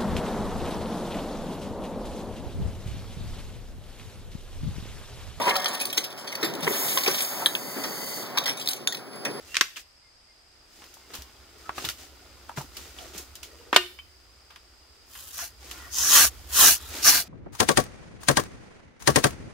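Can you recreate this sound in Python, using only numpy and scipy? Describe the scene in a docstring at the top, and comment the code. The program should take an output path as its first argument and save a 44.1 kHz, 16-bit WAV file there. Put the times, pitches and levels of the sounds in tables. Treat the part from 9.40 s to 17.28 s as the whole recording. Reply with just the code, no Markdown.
"""Bark is ripped from a thin tree: random fibre breaks drive crisp fizz, taut zing, strip modes and loose boom.
First it cracks off under a machete in splinter bursts; later the blade clanks down, ringing in beating modes.
Steps are soft sinking thumps, with noise-grain leaf litter, snapping twigs and knocked sticks; scrapes and
creaks are gliding resonances. Coloured noise makes the air and rumble, chirped resonances the insects,
and short sinking sines a bird's notes."""
import sys
import numpy as np
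from scipy import signal
from scipy.fft import rfft, irfft, next_fast_len
from scipy.io import wavfile
from scipy.ndimage import uniform_filter1d

SR = 44100
rng = np.random.default_rng(int(sys.argv[2]) if len(sys.argv) > 2 else 0)


def wrap_up_sound(samples):
    """Save the sound to the file named by the first command line argument, as 16-bit audio."""
    columns = np.atleast_2d(samples).T
    # keep every value between -1 and 1, then stretch to whole-number steps
    tamed = np.clip(columns, -1, 1)
    steps = np.round(tamed * 32767).astype(np.int16)
    wavfile.write(sys.argv[1], SR, steps)


N = 347508
TIME = np.arange(N) / SR  # s

# left-right likeness of near sounds: (frequency [Hz], coherence [0-1])
NEAR_COHERENCE = [(100, .88), (350, .82), (700, .55), (3000, .45), (7000, .08), (15000, 0)]
# left-right likeness of surrounding sounds: (frequency [Hz], coherence [0-1])
AROUND_COHERENCE = [(60, .88), (180, .6), (550, .25), (1650, .15), (5000, 0)]
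# bass, middle and treble of a fracture: (from [Hz], to [Hz])
FRACTURE_BANDS = [(150, 700), (700, 2500), (2500, 15000)]

# still air: (frequency [Hz], relative density [dB per Hz])
AIR_COLOUR = [(15, -21), (25, -5), (75, -7), (160, -20.5), (614, -16), (2120, -18.5), (3830, -21.5),
              (4750, -18.5), (5880, -23.5), (8350, -26.5), (9550, -43), (10900, -26.5), (15500, -58.5)]
AIR_LEVEL_DB = -61
# rumble that comes and goes: (time [s], relative level [dB])
RUMBLE_LEVEL = [(0, -58), (.7, -81), (1.5, -66.5), (3.6, -54.5), (5.42, -67.5), (6.91, -46.5),
                (7.88, -54.5)]
# rumble spectrum: (frequency [Hz], relative density [dB per Hz])
RUMBLE_COLOUR = [(20, -34), (38, -17.5), (52, -5), (67, 6.5), (82, -3.5), (120, -15), (220, -35)]
# insect choruses: (frequency [Hz], width [Hz], level [dB])
INSECT_CHORUSES = [(4940, 430, -61.5), (8280, 210, -74.5)]

# foot or strip sweeping through litter:
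# (start [s], length [s], relative dull scuff level [dB], relative dry crackle level [dB])
SHUFFLES = [(0, 0.42, -60, -49.5), (0.348, 0.1, -61, -44), (1.23, 0.64, -62, -55.5),
            (1.665, 0.21, -51.5, -53), (2.087, 0.61, -56.5, -56.5), (2.331, 0.26, -45.5, -41),
            (2.555, 0.18, -54, -48.5), (3.079, 0.049, -50, -55), (3.155, 0.077, -45, -41),
            (3.29, 0.37, -52.5, -48.5), (3.518, 0.32, -51.5, -49), (3.717, 0.15, -47, -44),
            (6.156, 0.47, -53.5, -48), (7.456, 0.41, -45, -38.5)]
SHUFFLE_PEAK = 0.27  # share of the length at which the sweep is loudest
# faint rustle under the shuffles: (time [s], relative level [dB])
RUSTLE_LEVEL = [(0, -55), (.5, -83), (1.2, -67.5), (1.9, -59), (4.2, -57), (4.7, -67), (6.1, -63.5),
                (6.9, -55), (7.88, -54.5)]
RUSTLE_CRACKLE_DB = -1.5  # crackle drive against scuff drive
# leaves pushed aside: (frequency [Hz], relative density [dB per Hz])
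SCUFF_COLOUR = [(71, -34.5), (120, -10), (345, 6), (544, -4.5), (612, -0.5), (993, -5), (1410, 1),
                (1610, -7.5), (4000, -7.5), (5200, -18), (8800, -120)]
# leaves crushed: (frequency [Hz], relative density [dB per Hz])
CRACKLE_COLOUR = [(700, -32.5), (1800, 1), (3200, 0.5), (6500, 2.5), (10000, -5.5), (15000, -6)]

# wood and steel sliding on bark, stems creaking as they bend:
# (start [s], length [s], level [dB], from [Hz], to [Hz])
SCRAPES = [(0.074, 0.19, -47, 2710, 2860), (2.24, 0.091, -52, 1320, 1330), (3.56, 0.12, -49, 793, 610),
           (4.013, 0.5, -56, 420, 490), (6.28, 0.3, -55, 1383, 1470), (6.37, 0.18, -53, 1940, 1850)]

# bark cracking under the blade: (time [s], relative level [dB], bass against middle [dB],
# treble against middle [dB], rise [s], t60 [s], blade ring against crack drive [dB],
# ring centre [Hz], ring width [octaves])
CRACKS = [(.1438, -17.5, -42, -2, 0.00096, 0.019, -49, 3000, .5),
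          (.153, -17, -44, -1, 0.0003, 0.041, -21, 3000, 0.43),
          (.168, -3, -26, 1.2, 0.00041, 0.011, -30, 3020, 0.42),
          (.210, -1.5, -19.5, -0.66, 0.00023, 0.034, -14, 8000, 0.82),
          (.360, -28.5, -33, -0.89, 0.011, 0.063, -11, 2630, 0.45)]
# bark fracture spectrum: (frequency [Hz], relative density [dB per Hz])
CRACK_COLOUR = [(88, -51), (150, -19), (420, -13.5), (766, -20), (1150, -5.5), (2650, 0), (3040, -3.5),
                (4310, -3), (6470, -5.5), (12000, -22), (15500, -24)]
# modes of the steel blade: (frequency [Hz], relative level [dB], t60 [s])
BLADE_MODES = [(357, 4, .32), (694, -14, .2), (1206, -9, .2), (1453, -8, .15), (1520, 6, .04),
               (1825, -3.5, .15), (2290, 2, .04), (2503, -11, .24), (2810, 0, .18), (3040, 7.5, .04),
               (3101, -4, .11), (3600, 6, .035), (3833, -12, .26), (4330, 8, .025), (4780, -15, .24),
               (5712, -8, .12), (6900, -16, .16), (14040, -13, .16)]
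MAX_RING_OCTAVES = 1.7  # wider rings are held to this

# a bird's faint notes: (time [s])
PEEP_TIMES = [.62, .865, 1.6]
PEEP_HZ, PEEP_S, PEEP_DB, PEEP_SAG_HZ_PER_S = 2160, .08, -63, 1200

# twigs, leaves and stiff fibres snapping: (time [s], relative level [dB],
# bass against middle [dB], treble against middle [dB], t60 [s])
SNAPS = [(1.418, -33.5, -8, -14, 0.025), (1.439, -32, -20, 4, 0.015), (1.539, -31, 0, 36, 0.024),
         (1.733, -23.5, -4, 4, 0.063), (1.749, -22.5, 0, 23, 0.031), (1.82, -24.5, -13, 17, 0.012),
         (2.292, -12, -23, -37, 0.009), (2.38, -16.5, -7, -7, 0.014), (2.441, -19, -1, 1, 0.019),
         (2.4484, -14.5, -32, 9, 0.029), (2.488, -8.5, -61, 4, 0.008), (2.497, -14, -43, 13, 0.017),
         (3.093, -21.5, -21, -33, 0.012), (3.171, -18, -8, -29, 0.027), (3.181, -27, -2, 33, 0.039),
         (3.21, -28, 12, 18, 0.038), (3.367, -20.5, -11, 15, 0.024), (3.584, -31, -11, 3.5, 0.03),
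         (3.776, -20.5, 0, 34, 0.039), (3.953, -22.5, -21, 17, 0.015), (4.029, -22.5, -19, 12.5, 0.03),
         (5.101, -35.5, -16.5, -8, 0.051), (5.159, -28, -32, -7, 0.014), (5.7512, -28.5, -39, -12, 0.019),
         (5.988, -24, -28, -17, 0.023), (6.311, -19, -34, 8, 0.018)]
SNAP_RISE = 0.12  # share of t60
# snap spectrum: (frequency [Hz], relative density [dB per Hz])
SNAP_COLOUR = [(71, -39.5), (120, -17), (541, -16), (1080, -6), (2200, -7.5), (2980, -1), (3370, -3),
               (6460, -6), (8590, -12), (15500, -12)]

# sticks and stems knocked by feet and legs: (time [s], level [dB], pitch [Hz], t60 [s])
KNOCKS = [(1.57, -42.5, 900, 0.026), (2.294, -20.5, 1090, 0.015), (2.381, -25.5, 1230, 0.025),
          (2.449, -21, 3600, .014), (3.096, -30, 900, 0.034), (3.116, -37, 950, .03),
          (3.184, -32, 680, .03), (3.21, -27.5, 880, 0.028), (3.587, -34.5, 3330, 0.031)]
# feet landing on soft soil: (time [s], relative level [dB], initial pitch [Hz], t60 [s])
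STEPS = [(1.787, -32, 69.5, 0.17), (2.443, -38, 159, 0.097), (2.47, -31.5, 117, 0.1),
         (3.177, -18, 145, 0.1), (3.241, -31, 278, 0.044), (3.752, -34, 186, 0.082)]

# machete landing, skidding, striking again and settling: (time [s], relative level [dB],
# bass against middle [dB], treble against middle [dB], rise [s], t60 [s],
# blade ring against blow drive [dB], ring centre [Hz], ring width before its cap [octaves])
CLANKS = [(4.3285, -6.5, -8.5, -11, 0.0005, 0.05, -13.5, 1600, .7),
          (4.341, -18, -2, 6, 0.0047, 0.08, -20, 2200, 1.5),
          (4.3612, 1.5, -5, 6, 0.002, 0.038, -14.5, 1650, 2.1),
          (4.588, -37, -26, -14, .001, .016, 8, 2280, .14),
          (4.590, -40, -27.5, -6, 0.001, 0.012, 13.5, 3190, .055)]
# landing spectrum: (frequency [Hz], relative density [dB per Hz])
CLANK_COLOUR = [(59, -70), (100, -36), (378, -6), (519, -12.5), (936, -3), (1520, -5), (2130, -4),
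                (3540, -10.5), (8580, -29), (15500, -34.5)]

# pulls on the strip; light ones fizz, hard ones tear off a length of bark:
# (start [s], length [s], attack [s], release [s], force [dB], force change after attack [dB/s],
# relative boom of loose strip [dB], relative zing of taut fibres at end of attack [dB], zing [Hz])
PULLS = [(5.635, 0.51, 0.17, 0.12, -48.5, -6, -6.5, -11, 5400),
         (5.879, .24, 0.17, 0.11, -39, -2, 5.5, 3, 6050), (6.267, 0.38, 0.04, .06, -61, 11, 11.5, 2, 5000),
         (6.488, 0.33, 0.15, 0.065, -30.5, 56, -2.5, 8, 6070),
         (6.657, .25, 0.12, 0.077, -17.5, -28.5, 0, -2.5, 5950),
         (7.049, 0.32, 0.17, 0.065, -33.5, -2, 8.5, -18, 6600),
         (7.107, 0.29, 0.14, 0.15, -16, -5, -2, -1.5, 6040),
         (7.293, 0.39, 0.1, 0.03, -53.5, 39, 1, 2, 3570),
         (7.612, 0.12, 0.073, 0.036, -18.5, 0, 2, 4.5, 5620),
         (7.688, 0.17, 0.037, 0.084, -23, -47, 0.5, 0, 4800)]
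SLACK_BOOM_DB = -13.5  # boom change as a pull eases fully in or out
ZING_FADE_DB_PER_S = 18  # tautest fibres part
# parting fibres: (frequency [Hz], relative density [dB per Hz])
FIZZ_COLOUR = [(150, -19), (600, -15), (2000, -10.5), (2900, 4.5), (4000, 3), (7800, 4), (12500, 7),
               (16000, 3.5)]
# boom of the loose strip: (frequency [Hz], relative density [dB per Hz])
BOOM_COLOUR = [(60, -12), (150, -18.5), (280, -2.5), (480, -8), (700, -9), (950, -4.5), (1200, 3),
               (1700, 5.5), (2200, -0.5), (2800, -0.5), (4500, -17.5)]
# resonances of the taut strip: (frequency at rest [Hz], width [Hz], level against force [dB])
STRIP_MODES = [(1170, 145, -21.5), (1690, 310, -16), (2670, 440, -18.5), (4316, 330, -12), (5830, 510, -11),
               (6720, 140, -8.5)]

# decay among the trees: (frequency [Hz], t60 [s])
TREE_T60 = [(100, 0.293), (500, 0.13), (2800, 0.42), (7000, 0.37), (15000, 0.74)]
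EDGE_HZ = 15750


def amp(db):
    """Decibels to gain."""
    return 10 ** (np.asarray(db) / 20)


def unit(x):
    """Scales to rms 1."""
    return x / np.sqrt(np.mean(x ** 2) + 1e-20)


def read(points, hz):
    """Reads a table on a log-frequency axis."""
    f, value = np.transpose(points)
    return np.interp(np.log(hz + 1), np.log(f + 1), value)


def add(mix, start_s, sound):
    """Adds a stereo sound in place, cut at the end of the mix."""
    part = mix[:, round(start_s * SR):][:, :sound.shape[-1]]
    part += sound[..., :part.shape[1]]


def colour(x, spectrum, size=4096):
    """Minimum-phase filter: nothing sounds before its cause."""
    hz = abs(np.fft.fftfreq(size, 1 / SR))
    log_gain = np.log(amp(read(spectrum, hz)))
    response = np.exp(np.conj(signal.hilbert(log_gain)))
    taps = np.fft.ifft(response).real[:size // 2]
    return signal.oaconvolve(x, taps[None], axes=1)[:, :x.shape[1]]


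def pair(z, coherence):
    """Mixes two unrelated signals as mid and side to set left-right coherence by frequency."""
    size = next_fast_len(z.shape[1])
    same = read(coherence, np.fft.rfftfreq(size, 1 / SR))
    mid, side = rfft(z, size) * np.sqrt([(1 + same) / 2, (1 - same) / 2])
    return irfft([mid + side, mid - side], size)[:, :z.shape[1]]


def noise(spectrum, coherence):
    """Steady stereo noise of rms 1."""
    white = rng.standard_normal((2, N))
    return unit(colour(pair(white, coherence), spectrum))


def grains(per_s, spread_db):
    """Sizes of random tiny fractures, with expected power 1 at any rate."""
    chance = np.minimum(per_s / SR, 1)
    size = unit(amp(spread_db * np.minimum(rng.exponential(1, N), 4)))
    return size * (rng.random(N) < chance) / np.sqrt(chance)


def clicks(sizes):
    """Gives each fracture a random push on the left and on the right."""
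    return pair(rng.standard_normal((2, len(sizes))) * sizes, NEAR_COHERENCE)


def resonate(x, hz, width_hz):
    """One-pole resonance, shifted to a fixed or moving frequency, of peak gain 1."""
    turn = np.exp(2j * np.pi * np.cumsum(hz * np.ones(x.shape[-1])) / SR)
    r = np.exp(-np.pi * width_hz / SR)
    return 2 * (turn * signal.lfilter([1 - r], [1, -r], x * turn.conj())).real


def resonate_twice(x, hz, width_hz):
    """Two equal resonances in series give steeper skirts; rms 1."""
    return unit(resonate(resonate(x, hz, width_hz), hz, width_hz))


def wander(per_s):
    """Slow random curve: normal draws joined by straight lines."""
    knots = np.arange(0, N / SR + 1, 1 / per_s)
    return np.interp(TIME, knots, rng.standard_normal(len(knots)))


def mode(hz, t60_s, size):
    """One dying resonance; the phases of the two sides agree less in the treble."""
    t = np.arange(size) / SR
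    side_phase = rng.standard_normal((2, 1)) * (1 - read(NEAR_COHERENCE, hz)) / 5
    phase = rng.random() + side_phase  # cycles
    return amp(-60 * t / t60_s) * np.sin(2 * np.pi * (hz * t + phase))


def stroke(start_s, length_s, attack_s, release_s):
    """One move of an arm or a leg: eases in, holds, eases out."""
    rise = np.clip((TIME - start_s) / attack_s, 0, 1)
    fall = np.clip((start_s + length_s - TIME) / release_s, 0, 1)
    return (np.sin(np.pi / 2 * rise) * np.sin(np.pi / 2 * fall)) ** 2


def burst(spectrum, bass_db, treble_db, rise_s, t60_s, scatter_db, scatter_t60_s, size=8192):
    """A fracture: a dying rush of splinters, then its scatter off ground and stems."""
    t = np.arange(size) / SR
    after = np.maximum(t - rise_s, 0)
    direct = amp(-60 * after / t60_s)
    scatter = amp(scatter_db - 60 * after / scatter_t60_s)
    rush = clicks(np.minimum(t / rise_s, 1) * np.hypot(direct, scatter))
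    x = colour(rush, spectrum)
    # correct the band powers towards the given balance
    power, hz = (abs(rfft(x)) ** 2).sum(0), np.fft.rfftfreq(size, 1 / SR)
    tone = []
    for (low, high), db in zip(FRACTURE_BANDS, (bass_db, 0, treble_db)):
        band_power = power[(hz > low) & (hz < high)].sum()
        tone.append((np.sqrt(low * high), db - 10 * np.log10(band_power)))
    return unit(colour(x, tone)) * np.sqrt(np.mean(rush ** 2))


def insects(trill_hz=36, sweep=0.085):
    """Noise-driven resonances; each chirp of the fast trill slides down in pitch."""
    slide = 1 + sweep * (.5 - (trill_hz * TIME + wander(per_s=10) / 2) % 1)
    out = np.zeros((2, N))
    for hz, width_hz, db in INSECT_CHORUSES:
        out += amp(db) * resonate_twice(rng.standard_normal((2, N)), hz * slide, width_hz)
    return out


def forest():
    """Coloured noise: still air and a low rumble that comes and goes, plus insects."""
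    air = amp(AIR_LEVEL_DB) * noise(AIR_COLOUR, AROUND_COHERENCE)
    rumble_db = np.interp(TIME, *np.transpose(RUMBLE_LEVEL)) + 3.0
    rumble = amp(rumble_db) * noise(RUMBLE_COLOUR, AROUND_COHERENCE)
    balance_db = [[-.8], [.8]]  # left, right
    return air + rumble * amp(balance_db) + insects()


def footwork():
    """Strength of scuff and of crackle: each shuffle swells out of the faint rustle."""
    scuff = amp(np.interp(TIME, *np.transpose(RUSTLE_LEVEL)))
    crackle = scuff * amp(RUSTLE_CRACKLE_DB)
    for start, length, scuff_db, crackle_db in SHUFFLES:
        sweep = stroke(start, length, SHUFFLE_PEAK * length, (1 - SHUFFLE_PEAK) * length)
        scuff = np.hypot(scuff, amp(scuff_db) * sweep)
        crackle = np.hypot(crackle, amp(crackle_db) * sweep)
    return scuff, crackle


def sticks(per_s, low_hz, high_hz, cycles, count=48, size=4096):
    """Many small pieces of wood knock together, each with its own short note; rms 1."""
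    hits, piece = grains(per_s, spread_db=3.5), rng.integers(0, count, N)
    place = (np.arange(count) + rng.random(count)) / count
    notes_hz = low_hz * (high_hz / low_hz) ** place
    out = np.zeros((2, N))
    for at in np.flatnonzero(hits):
        hz = notes_hz[piece[at]]
        t60_s = cycles / np.sqrt(hz * low_hz)
        add(out, at / SR, hits[at] * mode(hz, t60_s, size))
    return unit(out)


def litter():
    """Leaves are pushed aside (dull) and crushed (crisp), and sticks among them tick."""
    pushed, crushed = footwork()
    scuff = unit(colour(clicks(grains(per_s=2000, spread_db=2.0)), SCUFF_COLOUR))
    rattle = amp(-5.5) * sticks(per_s=240, low_hz=340, high_hz=3400, cycles=42)
    breaks = grains(per_s=8000, spread_db=1.2)
    crackle = amp(1) * unit(colour(clicks(breaks), CRACKLE_COLOUR))
    return (scuff + rattle) * pushed + crackle * crushed


def scrapes(width_hz=90):
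    """Uneven slips excite one gliding resonance that swells and fades."""
    out, slips = np.zeros((2, N)), clicks(grains(per_s=1200, spread_db=3.5))
    for start, length, db, from_hz, to_hz in SCRAPES:
        part = slips[:, round(start * SR):round((start + length) * SR)]
        along = np.linspace(0, 1, part.shape[1])
        hz = from_hz + (to_hz - from_hz) * along
        add(out, start, amp(db) * np.sin(np.pi * along) * resonate_twice(part, hz, width_hz))
    return out


def blade(centre_hz, octaves, size=20000):
    """Steel rings in close, beating pairs; only modes near the given centre speak."""
    out = np.zeros((2, size))
    for hz, db, t60 in BLADE_MODES:
        distance = np.log2(hz / centre_hz) / min(octaves, MAX_RING_OCTAVES)
        share = np.exp(-.5 * distance ** 4)
        if share > .01:
            partner = mode(hz + rng.uniform(12, 30), t60, size)
            out += amp(db) * share * (mode(hz, t60, size) + .4 * partner)
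    return out


def blows(rows, spectrum, gain_db, scatter_db, scatter_t60_s):
    """Each blow is a fracture-like burst plus the ring of the blade."""
    out = np.zeros((2, N))
    for s, db, *shape, ring_db, centre_hz, octaves in rows:
        add(out, s, amp(db + gain_db) * burst(spectrum, *shape, scatter_db, scatter_t60_s))
        add(out, s, amp(db + gain_db + ring_db) * blade(centre_hz, octaves))
    return out


def cracks():
    """The blade levers the bark off the wood: splinter bursts with some ring."""
    return blows(CRACKS, CRACK_COLOUR, gain_db=-6, scatter_db=-16.5, scatter_t60_s=.12)


def bird():
    """Short, soft sine whistles, each sinking a little."""
    t = np.arange(0, PEEP_S, 1 / SR)
    hz = PEEP_HZ - PEEP_SAG_HZ_PER_S * t
    swell = np.sin(np.pi * t / PEEP_S) ** 2
    peep = amp(PEEP_DB) * swell * np.sin(2 * np.pi * np.cumsum(hz) / SR)
    out = np.zeros((2, N))
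    for s in PEEP_TIMES:
        add(out, s, peep)
    return out


def snaps(gain_db=-12.5, linger=6.2):
    """Twigs and stiff fibres break; a longer crunch also builds and settles for longer."""
    out = np.zeros((2, N))
    for s, db, bass_db, treble_db, t60 in SNAPS:
        snap = burst(SNAP_COLOUR, bass_db, treble_db, SNAP_RISE * t60, t60,
                     scatter_db=-4.5, scatter_t60_s=linger * t60)
        add(out, s, amp(db + gain_db) * snap)
    return out


def knocks(second_ratio=0.895, second_db=-5):
    """A knocked stick answers with a short pair of wooden notes."""
    out = np.zeros((2, N))
    for s, db, hz, t60 in KNOCKS:
        second = mode(hz * second_ratio, t60 / second_ratio, size=8192)
        add(out, s, amp(db) * (mode(hz, t60, size=8192) + amp(second_db) * second))
    return out


def footfalls(gain_db=-5.0, rise_s=0.0026, phase_sag_per_s=1.0):
    """A heel pushes the soil: a few soft cycles that sink in pitch."""
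    out, t = np.zeros((2, N)), np.arange(SR // 4) / SR
    for s, db, hz, t60 in STEPS:
        envelope = amp(db + gain_db - 60 * t / t60) * (1 - np.exp(-t / rise_s))
        add(out, s, envelope * np.sin(2 * np.pi * hz * t * (1 - phase_sag_per_s * t)))
    return out


def machete():
    """The falling blade strikes twice and settles: impact bursts and steel ring."""
    return blows(CLANKS, CLANK_COLOUR, gain_db=-6.5, scatter_db=-17.5, scatter_t60_s=.11)


def pulls():
    """Force on the strip, and its power-weighted boom dB, zing dB and zing Hz."""
    power, tone = np.zeros(N), np.zeros((3, N))
    for start, length, attack, release, db, db_per_s, boom_db, zing_db, zing_hz in PULLS:
        held = np.clip(TIME - start, 0, length) - attack  # s, negative during the attack
        taut = stroke(start, length, attack, release)
        share = (amp(db + db_per_s * np.maximum(held, 0)) * taut) ** 2 + 1e-14
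        power += share
        tone[0] += share * (boom_db + SLACK_BOOM_DB * (1 - taut))
        tone[1] += share * (zing_db - ZING_FADE_DB_PER_S * held)
        tone[2] += share * zing_hz
    return np.sqrt(power), *(tone / power)


def strip_ring(parting, bend=0.025):
    """The taut strip resonates from the first pull; its notes slide as it bends."""
    out, first = np.zeros((2, N)), round(PULLS[0][0] * SR)
    drive = clicks(parting[first:])
    tension = 1 + bend * wander(per_s=20)[first:]
    for hz, width_hz, db in STRIP_MODES:
        out[:, first:] += amp(db) * unit(resonate(drive, hz * tension, width_hz))
    return out


def glance(x, share=.28, t60_s=.04, below_hz=7500, count=3, size=1024):
    """All but the top fizz glances off trunk and strip by shifting paths: bands come and go."""
    low = signal.sosfiltfilt(signal.butter(2, below_hz, fs=SR, output="sos"), x)
    decay = amp(-60 * np.arange(size) / SR / t60_s)
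    paths = rng.standard_normal((count, size)) * decay
    weights = np.array([wander(per_s=18) for _ in paths])
    weights /= np.linalg.norm(weights, axis=0)
    glanced = np.zeros((2, N))
    for weight, path in zip(weights, paths):
        taps = path[None] / np.linalg.norm(path)
        glanced += signal.oaconvolve(weight * low, taps, axes=1)[:, :N]
    return x - low + np.sqrt(1 - share) * low + np.sqrt(share) * glanced


def rips(full_db=-20, full_per_s=24000, crowding=0.64):
    """Fibres part, denser as the pull grows; taut ones zing, the strip rings, its loose end booms."""
    force, boom_db, zing_db, zing_hz = pulls()
    per_s = 900 + full_per_s * (force / amp(full_db)) ** crowding
    parting = grains(per_s, spread_db=-0.5)
    # bundles of fibres hold and let go: an uneven tear, most of all under a light pull
    uneven_db = .8 + 1.5 * amp(-30) / (force + amp(-30))
    parting = parting * amp(uneven_db * unit(uniform_filter1d(rng.standard_normal(N), size=140)))
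    taut = grains(per_s=2600, spread_db=2.5)
    zing = resonate_twice(clicks(taut), zing_hz, width_hz=1800)
    rattle = sticks(per_s=440, low_hz=667.0, high_hz=1938, cycles=55)
    boom = unit(unit(colour(clicks(parting), BOOM_COLOUR)) + amp(-5.0) * rattle)
    fizz = unit(colour(clicks(parting), FIZZ_COLOUR))
    tear = amp(4.5) * fizz + strip_ring(parting)
    tear += amp(boom_db - 5.0) * boom + amp(zing_db - 1.5) * zing
    return force * glance(tear)


def echoes(x, build_s=0.0017, size=256):
    """Trunks and foliage return a thin, soft tail: noise decaying by frequency."""
    hz, t, z = signal.stft(rng.standard_normal((2, SR)), SR, nperseg=size)
    decay = amp(-60 * t / read(TREE_T60, hz)[:, None]) * (1 - np.exp(-t / build_s))
    tail = signal.istft(z * decay, SR, nperseg=size)[1]
    return signal.fftconvolve(x, tail / np.linalg.norm(tail[0]), axes=1)[:, :N]


def scene():
    """Echoing blows, steps and bird; dry close rips and litter; the forest all round."""
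    echoing = cracks() + machete() + snaps() + knocks() + footfalls() + scrapes() + bird()
    close = rips()
    return echoing + close + amp(-14.0) * echoes(echoing) + litter() + forest()


def record(dry):
    """Clips any peaks beyond full scale, then limits the band."""
    taps = signal.firwin(401, EDGE_HZ, window=("kaiser", 8), fs=SR)
    return signal.oaconvolve(np.clip(dry, -1, 1), taps[None], "same")


dry = scene()
out = record(dry)
wrap_up_sound(out)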